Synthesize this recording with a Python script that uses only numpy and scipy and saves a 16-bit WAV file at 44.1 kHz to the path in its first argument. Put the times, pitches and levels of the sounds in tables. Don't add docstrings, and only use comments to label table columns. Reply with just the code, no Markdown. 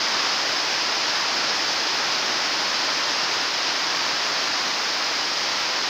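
import sys
import numpy as np
from scipy import signal
from scipy.fft import rfft, irfft, next_fast_len
from scipy.io import wavfile
from scipy.ndimage import uniform_filter1d

SR = 44100
rng = np.random.default_rng(int(sys.argv[2]) if len(sys.argv) > 2 else 0)


def transcribe(u):
    v = np.clip(np.atleast_2d(u).T, -1, 1)
    q = np.round(v * 32767).astype(np.int16)
    wavfile.write(sys.argv[1], SR, q)


def boost(x):
    u = np.asarray(x, float) / 20
    return 10 ** u


N = 259736
LONG = next_fast_len(N, True)
TIME = np.arange(LONG) / SR
HZ = np.fft.rfftfreq(LONG, 1 / SR)

# time in seconds, level in dB.
SHOWER = [
    (0, .5),
    (.25, 1),
    (.6, 0.27),
    (2, 0.4),
    (3.1, 0.5),
    (3.5, -.3),
    (4.2, 0.05),
    (5.2, -0.63),
    (5.89, -0.35),
]
# frequency in Hz, level in dB per Hz.
ROOF_COLOUR = [(20, -24), (45, -34), (70, -29.5), (130, -14), (180, -12.5), (240, -10), (300, -4),
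               (340, -5.5), (470, -5.5), (700, -2), (1000, 0), (1850, -1.25), (2050, -2.5), (3600, -4.5)]
# frequency in Hz, gain in dB.
MIC_PORT = [(3700, 0), (4300, 1.5), (4600, 3), (4900, 5), (5150, 5), (5600, 0), (6200, -5), (6710, -9),
            (6770, -11), (7900, -26)]
# frequency in Hz, gain in dB.
TREBLE_STEPS = [(7900, 0), (9420, -3), (9600, -8.5), (9900, -8.3), (11500, -10), (13600, -12.3),
                (13950, -10.5), (14620, 2), (15470, 2.5), (15600, -40)]
# middle in seconds, low edge in Hz, high edge in Hz,
# level in dB.
EAR_MOMENTS = [
    (.574, 4430, 5850, -5),
    (.666, 13700, 15400, -3.0),
    (.992, 6300, 7700, -1),
    (4.823, 6750, 8350, -5),
    (5.009, 12950, 14600, -8),
]
PANEL_LOW_HZ = [1, 700]

DROPS_PER_S, DROP_SPREAD_DB = 20000, 2.0
DRUM_TOP_HZ, TICK_TOP_HZ = 2770, 7660
CANOPY_T60_S = 0.5
TICK_DB, TICK_FOLLOWS = 1.0, 0.9
SPRAY_DB, SPRAY_FOLLOWS = 0.1, 0.3
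LOUDNESS_DB = -23.5
MOMENT_S = 2048 / SR


def colour(x, table):
    hz, db = np.transpose(table)
    gain = boost(np.interp(np.log(HZ + 1), np.log(hz), db))
    return irfft(rfft(x, LONG) * gain, LONG)


def below(edge_hz, order):
    return 1 / (1 + (HZ / edge_hz) ** order)


def between(x, low_hz, high_hz, order):
    power = below(high_hz, order) - below(low_hz, order)
    return irfft(rfft(x) * np.sqrt(np.maximum(power, 0)), LONG)


def flicker(rate_hz):
    hold = int(SR / rate_hz)
    levels = np.repeat(rng.standard_normal(N // 100), hold)[:LONG]
    return uniform_filter1d(uniform_filter1d(levels, hold), hold)


def drops():
    when, size, sign = rng.random((3, LONG))
    landed = when < DROPS_PER_S / SR
    strength = boost(-DROP_SPREAD_DB * np.log(1 - size))
    hits = landed * strength * np.sign(sign - 0.5)
    return hits / hits.std()


def canopy(x):
    echoes = rng.standard_normal(LONG) * boost(-60 * TIME / CANOPY_T60_S)
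    smear = np.exp(1j * np.angle(rfft(echoes)))
    return irfft(rfft(x) * smear, LONG)


def spray(shower_db):
    hiss = between(canopy(drops()), TICK_TOP_HZ, SR, order=6)
    return hiss * boost(SPRAY_DB + SPRAY_FOLLOWS * shower_db + 0.76 * flicker(30))


def ticks(shower_db):
    taps = between(canopy(drops()), DRUM_TOP_HZ, TICK_TOP_HZ, order=6)
    return taps * boost(TICK_DB + TICK_FOLLOWS * shower_db + 0.29 * flicker(19))


def drumming(shower_db):
    edges = [*PANEL_LOW_HZ, DRUM_TOP_HZ]
    drum = np.zeros(LONG)
    for low_hz, high_hz in zip(edges, edges[1:]):
        panel = between(canopy(drops()), low_hz, high_hz, order=6)
        drum += panel * boost(0.4 * flicker(24.98))
    return drum * boost(shower_db + 0.26 * flicker(8.2))


def rain():
    shower_db = np.interp(TIME, *np.transpose(SHOWER))
    return colour(spray(shower_db) + ticks(shower_db) + drumming(shower_db), ROOF_COLOUR)


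def scene():
    return np.tile(rain()[:N], (2, 1))


def ear_difference(mono):
    phase = np.exp(2j * np.pi * rng.random(len(HZ)))
    other = irfft(abs(rfft(mono)) * phase, LONG)
    difference = np.zeros(LONG)
    for middle_s, low_hz, high_hz, db in EAR_MOMENTS:
        fade = np.cos(np.pi * np.clip((TIME - middle_s) / MOMENT_S, -0.5, 0.5)) ** 2
        difference += boost(db) * fade * between(other, low_hz, high_hz, order=200)
    return difference


def roll_off(x):
    return signal.sosfilt(signal.butter(12, 15600, fs=SR, output="sos"), x)


def record(dry):
    mono = colour(colour(dry[0], MIC_PORT), TREBLE_STEPS)
    mono = mono * boost(LOUDNESS_DB) / mono.std()
    difference = ear_difference(mono)
    mix = np.array([mono + difference, mono - difference])[:, :N]
    return roll_off(mix)


dry = scene()
out = record(dry)
transcribe(out)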